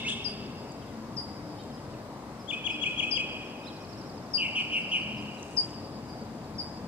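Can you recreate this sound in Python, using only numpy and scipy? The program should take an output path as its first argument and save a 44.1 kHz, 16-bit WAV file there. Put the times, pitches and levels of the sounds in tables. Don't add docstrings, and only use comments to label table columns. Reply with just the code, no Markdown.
import sys
import numpy as np
from scipy import signal
from scipy.io import wavfile
from scipy.ndimage import uniform_filter1d

SR = 44100
rng = np.random.default_rng(int(sys.argv[2]) if len(sys.argv) > 2 else 0)


def decibels_to_gain(level_db):
    exponent = np.asarray(level_db, float) / 20
    return 10 ** exponent


def dump(signal):
    limited = np.clip(np.atleast_2d(signal).T, -1, 1)
    pcm = np.round(limited * 32767).astype(np.int16)
    wavfile.write(sys.argv[1], SR, pcm)


N = 302967
BEFORE = 22050

# [t/s from the onset, f/Hz, level/dB]
CHIP = [(0, 7400, -44), (.002, 5750, -24), (.0035, 5450, -17.5), (.007, 5230, -9), (.014, 4960, -7),
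        (.024, 4760, -3), (.031, 4750, -8), (.039, 4880, -6.5), (.054, 4910, -24.5)]


def evened(x):
    return x / np.sqrt(np.mean(x ** 2) + 1e-20)


def read(points, hz):
    f, value = np.transpose(points)
    return np.interp(np.log(hz + 1), np.log(f + 1), value)


def city():
    # [f/Hz, level/dB per Hz]
    city_curve = [(20, -53), (33, -19), (114, -3), (187, -4.5), (224, -2.5), (262, -5.5), (291, -3.5),
                  (378, -9.5), (545, -9), (873, -11.5), (1080, -14), (1360, -20.5), (3060, -30.5),
                  (5030, -31.5), (15500, -48.5)]
    city_db = -39.5
    # [f/Hz, width/Hz, level/dB]
    far_chorus = [
        (5070, 270, -73),
        (7730, 310, -74.5),
        (11600, 1300, -79),
    ]
    # [t/s, level/dB]
    rumble = [(0, -42.5), (1.4, -41.5), (2.4, -45), (5.3, -44.5), (5.9, -42.5), (6.87, -41.5)]
    # [f/Hz, correlation]
    likeness = [(60, 0.92), (130, 1), (290, 0.97), (640, 0.88), (1410, 0.51), (3100, -0.23), (6820, 0.38),
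                (15000, -1.6)]
    # [f/Hz, level/dB]
    left_lean = [(60, 3.0), (110, 2.4), (200, 3.5), (380, 2.9), (700, 3), (1290, 1.5), (2380, 1.6),
                 (4400, 1.2), (8120, 1.6), (15000, 0.81)]

    frames, hz = N // 512 + 5, np.fft.rfftfreq(2048, 1 / SR)
    a, b, c, d, patches = rng.standard_normal((frames, 1025, 5)).T
    patches = uniform_filter1d(uniform_filter1d(patches, 16, 0), 15, 1)
    patches = evened(patches)

    shape = decibels_to_gain(2 * read(city_curve, hz))
    power = shape[:, None] / np.sum(shape) * decibels_to_gain(2 * city_db)
    for centre_hz, width, db in far_chorus:
        bump = np.exp(-((hz[:, None] - centre_hz) / width) ** 2)
        power = power + decibels_to_gain(2 * db) * bump / (width / hz[1])

    rumble_db = np.interp(np.arange(frames) * 512 / SR, *np.transpose(rumble))
    swell_db = (rumble_db - rumble_db.mean()) * np.exp(-(hz[:, None] / 230) ** 2)

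    same = np.clip(read(likeness, hz), 0, 1)[:, None]
    left = a + 1j * b
    right = same * left + np.sqrt(1 - same ** 2) * (c + 1j * d)
    lean = decibels_to_gain(read(left_lean, hz) / 2)[:, None]
    z = np.array([left * lean, right / lean]) * np.sqrt(power) * decibels_to_gain(swell_db + 0.79 * patches)
    return 1.004 * signal.istft(z, nperseg=2048, noverlap=1536)[1][:, :N]


def fuzzy(hz, width):
    r = np.exp(-np.pi * width / SR)
    noise = rng.standard_normal(N) + 1j * rng.standard_normal(N)
    slow = signal.lfilter([1], [1, -2 * r, r * r], noise)
    carrier = np.exp(2j * np.pi * np.cumsum(hz * np.ones(N)) / SR)
    return evened((slow * carrier).real)


def drones():
    # [f/Hz, level/dB]
    fans = [
        (210, -56.5),
        (232, -56),
        (297, -59.5),
        (408, -66),
    ]
    # [middle t/s, half length/s, f/Hz, glide/Hz per s, level/dB]
    engines = [
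        (0.104, .25, 228.6, .1, -45.5),
        (.2, 0.69, 408.3, .1, -51.5),
        (0.99, 0.073, 227, .1, -43),
        (1.498, .13, 299, 0.11, -45),
        (2.767, 0.11, 300, .1, -46.5),
        (5.153, 0.18, 208.2, 0.1027, -42.5),
        (5.5, 0.59, 295.5, .1, -53.5),
        (6.5, 0.48, 223.2, 25.4, -49),
    ]
    t = np.arange(N) / SR
    tones = sum(decibels_to_gain(db) * fuzzy(hz, 5.9) for hz, db in fans)
    for s, half, hz, glide, db in engines:
        waver = 1 + 0.01196 * evened(uniform_filter1d(rng.standard_normal(N), 3000))
        turns = 2 * np.pi * np.cumsum((hz + glide * (t - s)) * waver) / SR
        swell = np.exp(-((t - s) / half) ** 2)
        tones = tones + decibels_to_gain(db) * swell * np.sqrt(2) * np.sin(turns)
    return tones * decibels_to_gain([[1.4], [-1.4]])


def add(mix, s, sound, pan_db):
    part = mix[:, BEFORE + round(s * SR):][:, :len(sound)]
    part += decibels_to_gain([[pan_db / 2], [-pan_db / 2]]) * sound[:part.shape[1]]


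def whistle(shape, db, pitch, partials_db, burr_hz=0, depth=0, wobble=0.0071, beak=True, air_db=-60):
    beak_hz, beak_width_hz = 7700, 1400
    s, hz, level_db = np.transpose(shape)
    t = np.arange(0, s[-1], 1 / SR)
    hz = uniform_filter1d(np.interp(t, s, pitch * hz), 60, mode="nearest")
    level_db = uniform_filter1d(np.interp(t, s, level_db), 60, mode="nearest")

    chance = evened(uniform_filter1d(rng.standard_normal(len(t)), 120))
    flutter = np.sin(2 * np.pi * (np.cumsum(burr_hz * (1 + 0.19 * chance)) / SR + rng.random()))
    flutter *= depth * np.minimum(0.27 + t / 0.051, 1)
    turns = 2 * np.pi * np.cumsum(hz * (1 + flutter + wobble * chance)) / SR

    air = signal.butter(4, [3600, 7800], "band", fs=SR, output="sos")
    tone = decibels_to_gain(air_db) * signal.sosfilt(air, rng.standard_normal(len(t)))
    for k, partial_db in enumerate(partials_db, 1):
        passed = np.exp(-((k * hz - beak_hz) / beak_width_hz) ** 2) if beak and k > 1 else 1
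        tone = tone + decibels_to_gain(partial_db) * passed * np.sin(k * turns)
    level = np.sqrt(2) * decibels_to_gain(db + level_db) * (1 + 3.2 * flutter)
    return level * tone * signal.windows.tukey(len(t), .04)


def streets(birds, walls, tail_db, count, lumpy_db=5.5):
    # [f/Hz, t60/s]
    decay = [(1500, 1.7), (2800, 1.57), (3500, 1.07), (4900, 2.9), (6500, 0.69), (10000, 0.59)]
    size = 2 * SR
    taps = np.zeros((2, size))
    at = np.arange(200, size - 20, 20) + rng.integers(0, 20, (2, (size - 201) // 20))
    np.put_along_axis(taps, at, rng.choice([-1., 1.], at.shape), 1)

    hz, t, z = signal.stft(taps + 0.35 * taps[::-1], SR, nperseg=256)
    lumps_db = lumpy_db * evened(uniform_filter1d(rng.standard_normal(len(t)), 5))
    fading_db = lumps_db - 60 * t / read(decay, hz)[:, None]
    tail = signal.istft(z * decibels_to_gain(fading_db), SR, nperseg=256)[1]
    tail *= decibels_to_gain(tail_db) / np.linalg.norm(tail[0])
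    for s, left_db, right_db in walls:
        tail[:, round(s * SR)] += decibels_to_gain([left_db, right_db])

    source = np.sqrt(2) * birds.mean(0)[None]
    echoes = signal.fftconvolve(source, tail, axes=1)[:, :N + BEFORE]
    direct = np.array([np.roll(birds[0], count), birds[1]])
    return (direct + echoes)[:, BEFORE:]


def songster():
    # [t/s from the onset, f/Hz, level/dB]
    rise = [(0, 2168, -33), (.016, 2163, -16), (.027, 2240, -6), (.032, 2624, -9), (.044, 2667, -1.5),
            (.058, 2940, -0.5), (.064, 3370, -1), (.07, 3370, -20)]
    nasal = [(0, 1797, -15), (.006, 1760, -4), (.022, 1744, 1.5), (.032, 1728, -11), (.042, 1724, -17),
             (.058, 1767, -9), (.066, 1730, -24)]
    arch = [(0, 2885, -41), (.012, 3199, -15), (.022, 3383, -4.5), (.032, 3440, -2.5), (.037, 3377, 1.5),
            (.044, 2850, 2.5), (.05, 2278, -10.5), (.055, 2060, -31)]
    low_note = [(0, 2148, -53), (.012, 2364, -7.5), (.022, 2520, -2.5), (.034, 2568, -7.5),
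                (.045, 2540, -16.5), (.055, 2532, -21)]
    burr = [(0, 2490, -21), (.005, 3006, -6), (.012, 3140, -4.5), (.035, 2942, 2), (.06, 2820, 0.5),
            (.09, 2707, 0), (.1, 2680, -18)]
    burr_low = [(0, 2400, -28), (.008, 2840, 2), (.025, 2707, 1.5), (.05, 2496, 2), (.075, 2360, -2),
                (.095, 2302, -4.5), (.105, 2290, -20)]
    nasal_partials_db = [-18.5, 3, -33, -17, -14.5]
    # [t/s, level/dB, pitch factor]
    rises = [
        (.026, -29.5, 0.98),
        (-.17, -28.5, 1),
        (-0.27, -25, 0.99),
    ]
    # [t/s, arch level/dB, pitch factor, delay of low note/s, low note level/dB]
    arches = [
        (2.468, -34.5, 1.01, 0.045, -28.5),
        (2.63, -31, 0.98, 0.058, -28),
        (2.797, -30.5, 0.98, 0.049, -23.5),
        (2.961, -29.5, .972, .055, -24.5),
        (3.132, -30.5, 0.96, 0.051, -26),
    ]
    # [t/s, level/dB, pitch factor, stretch in time, lower voice level/dB]
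    burrs = [
        (4.372, -33.5, .99, 1.02, -35),
        (4.549, -33, 1.019, .68, -31.5),
        (4.716, -30, .97, .75, -38.5),
        (4.911, -30.5, 1.015, .66, -32),
    ]
    # [delay t/s, left level/dB, right level/dB]
    song_walls = [
        (0.031, -9, -18.5),
        (0.04, -16, -11),
        (.068, -20, -26),
        (.11, -40, -34),
        (.2, -20, -22),
    ]

    mix = np.zeros((2, N + BEFORE))
    for s, db, pitch in rises:
        rising = whistle(rise, db, pitch, [0, -40, -34], burr_hz=168.7, depth=0.024, air_db=-11.5)
        add(mix, s, rising, pan_db=0)
        ending = whistle(nasal, db - 6.5, pitch, nasal_partials_db, burr_hz=150.3, depth=0.072,
                         wobble=0.024, air_db=-9, beak=False)
        add(mix, s + 0.053, ending, pan_db=8.5)
    for s, db, pitch, delay, low_db in arches:
        arched = whistle(arch, db, pitch, [0, -18, -29], wobble=0.005, air_db=-25.5)
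        add(mix, s, arched, pan_db=12.0)
        lower = whistle(low_note, low_db, 1.0, [0, -26, -30], air_db=-22.5)
        add(mix, s + delay, lower, pan_db=5.0)
    for s, db, pitch, stretch, low_db in burrs:
        for voice, voice_db in (burr, db), (burr_low, low_db):
            shape = np.array(voice) * [stretch, 1, 1]
            burry = whistle(shape, voice_db, pitch, [0, -12, -30.5, -28], burr_hz=195.7, depth=0.044,
                            wobble=.012, air_db=-30)
            add(mix, s, burry, pan_db=2.0)
    return streets(mix, song_walls, tail_db=-6.5, count=-1, lumpy_db=2.1)


def rustle():
    # [loudest t/s, level/dB, rise/dB per s, fall/dB per s]
    brushes = [
        (.102, -51, 450, 420),
        (5.22, -61, 500, 253),
        (5.43, -58, 73, 60),
        (5.61, -55, 47, 90),
        (5.695, -57, 600, 220),
    ]
    # [t/s, level/dB, f/Hz]
    ticks = [
        (0.7193, -42.5, 7860),
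        (1.6357, -48, 8000),
        (5.4286, -35, 6800),
        (5.5962, -41, 9700),
        (5.6197, -49, 9600),
        (5.6955, -48, 5950),
        (5.7064, -48, 7100),
    ]
    t = np.arange(N) / SR
    strokes = [decibels_to_gain(db - np.maximum(rise * (s - t), fall * (t - s))) for s, db, rise, fall in brushes]
    level = np.max(strokes, axis=0)
    graininess = decibels_to_gain(3.2 * evened(uniform_filter1d(rng.standard_normal(N), 150)))
    grains = rng.standard_normal((2, N)) * graininess
    bright = signal.sosfilt(signal.butter(3, [5500, 9000], "band", fs=SR, output="sos"), grains)

    mix = np.zeros((2, N + BEFORE))
    t = np.arange(300) / SR
    for s, db, hz in ticks:
        ring = np.sin(2 * np.pi * hz * t * (1 - 25 * t))
        tick = decibels_to_gain(db - 60 * t / 0.023) * ring * np.minimum(t / 0.0003, 1)
        add(mix, s, tick, pan_db=.1)
    return level * evened(bright) + mix[:, BEFORE:]


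def chipper():
    # [t/s, level/dB, pitch factor, left over right/dB]
    chips = [
        (.241, -31, 1, 19),
        (1.163, -31, 1, 10),
        (3.106, -25.5, 1.007, 14),
        (4.333, -22.5, 0.99, 13.5),
        (5.565, -19.5, 0.999, 10.5),
        (6.579, -29, 0.99, 5),
    ]
    # [delay t/s, left level/dB, right level/dB]
    chip_walls = [
        (.012, -26, -9.5),
        (.03, -37, -11.5),
        (0.043, -16.5, -33),
        (0.057, -18.5, -21),
        (.085, -28.5, -48),
        (.12, -44, -45),
    ]
    mix = np.zeros((2, N + BEFORE))
    for s, db, pitch, pan_db in chips:
        add(mix, s, whistle(CHIP, db, pitch, [0, -31], wobble=0.0042, beak=False), pan_db)
    return streets(mix, chip_walls, tail_db=-26.5, count=2)


def slur(length, start_hz, middle_hz, end_hz, db, partials_db=(0, -24), wobble=0.022):
    u = np.linspace(0, 1, 9)
    hz = np.polyval(np.polyfit([0, .5, 1], [start_hz, middle_hz, end_hz], 2), u)
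    shape = np.transpose([u * length, hz, -14 * (2 * u - 1) ** 4])
    return whistle(shape, db, 0.97, partials_db, wobble=wobble, beak=False)


def far_birds():
    # [t/s, level/dB, pitch factor]
    far_chips = [(.574, -55, 1.02), (.684, -52, 0.99), (1.04, -60, 1.03), (1.269, -49, .99),
                 (1.345, -55, 1.03), (1.505, -57, 1), (1.727, -51, 1.04), (2.388, -51, 1.04),
                 (2.708, -48.5, 1.04), (3.295, -50, 1.001), (3.44, -56, 1.08), (3.585, -54.5, 1.001),
                 (3.636, -49.5, 1.06), (4.804, -56, 1), (4.995, -55, .98), (5.165, -50, 1.03),
                 (5.795, -56, 1.03), (6.078, -48.5, 0.99), (6.722, -51, 1), (.287, -38, 1.001),
                 (1.182, -44, 1.06), (1.203, -41, 1.001), (6.592, -39, 1.02)]
    # [t/s, length/s, start f/Hz, fall/Hz, level/dB]
    falls = [(0.814, 0.039, 3480, 700, -61), (.905, .03, 2250, 300, -63), (1.285, 0.027, 2250, 300, -62),
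             (1.768, .035, 3500, 650, -64), (1.929, .03, 3190, 906, -60), (3.633, .025, 4080, 500, -60),
             (3.698, 0.019, 3470, 168.8, -55), (4.585, 0.024, 4670, 1100, -59),
             (5.252, .014, 4900, 700, -60), (5.382, .02, 4220, 350, -57), (5.632, 0.0163, 3900, 1000, -57),
             (5.684, .012, 3300, 300, -57), (5.73, .014, 3420, 600, -59), (.865, 0.0416, 3690, 350, -63),
             (1.195, .03, 2200, 250, -65), (6.157, .01, 5000, 606, -58), (6.164, .012, 5900, 1700, -65),
             (6.212, 0.013, 4600, 603, -62), (6.433, 0.02, 5550, 2000, -59.5)]
    # [t/s, length/s, start f/Hz, middle f/Hz, end f/Hz, level/dB]
    peaked = [(3.658, .042, 3450, 4180, 3500, -52)]
    # [t/s, length/s, start f/Hz, middle f/Hz, end f/Hz, level/dB]
    squeaks = [(1.582, .046, 575, 660, 585, -56)]
    squeak_partials_db = [-60, -60, -60, -26, -3, -1, -7]

    mix = np.zeros((2, N + BEFORE))
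    for s, db, pitch in far_chips:
        add(mix, s, whistle(CHIP[1:-1], db, pitch, [0, -21], beak=False), pan_db=2.0)
    for s, length, hz, fall_hz, db in falls:
        add(mix, s, slur(length, hz, hz - fall_hz / 2, hz - fall_hz, db), pan_db=5.0)
    for s, *glide in peaked:
        add(mix, s, slur(*glide), pan_db=-14.0)
    for s, *glide in squeaks:
        add(mix, s, slur(*glide, squeak_partials_db, wobble=.004), pan_db=-3.0)

    for s in 3.722 + .0834 * np.arange(16):
        swell_db = 7.5 * np.exp(-((s - 3.94) / 0.21) ** 2)
        add(mix, s - .006, slur(.034, 5200, 5520, 5900, -66.5 + swell_db, wobble=.03), pan_db=-13)
        add(mix, s + 0.037, slur(0.014, 5170, 5000, 4000, -62 + swell_db), pan_db=-15)
    return streets(mix, [(.021, -12, -9), (.047, -15, -14)], tail_db=-8, count=-4)


def scene():
    return city() + drones() + songster() + rustle() + chipper() + far_birds()


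def band_limit(x):
    return signal.sosfilt(signal.butter(12, 15610, fs=SR, output="sos"), x)


def record(dry):
    ports = np.array([np.roll(dry[0], 4), dry[1]])
    ports = signal.sosfilt(signal.butter(4, 22, "high", fs=SR, output="sos"), ports)
    ports = signal.sosfilt(signal.ellip(8, .5, 60, 15610, fs=SR, output="sos"), ports)
    return band_limit(ports)


dry = scene()
out = record(dry)
dump(out)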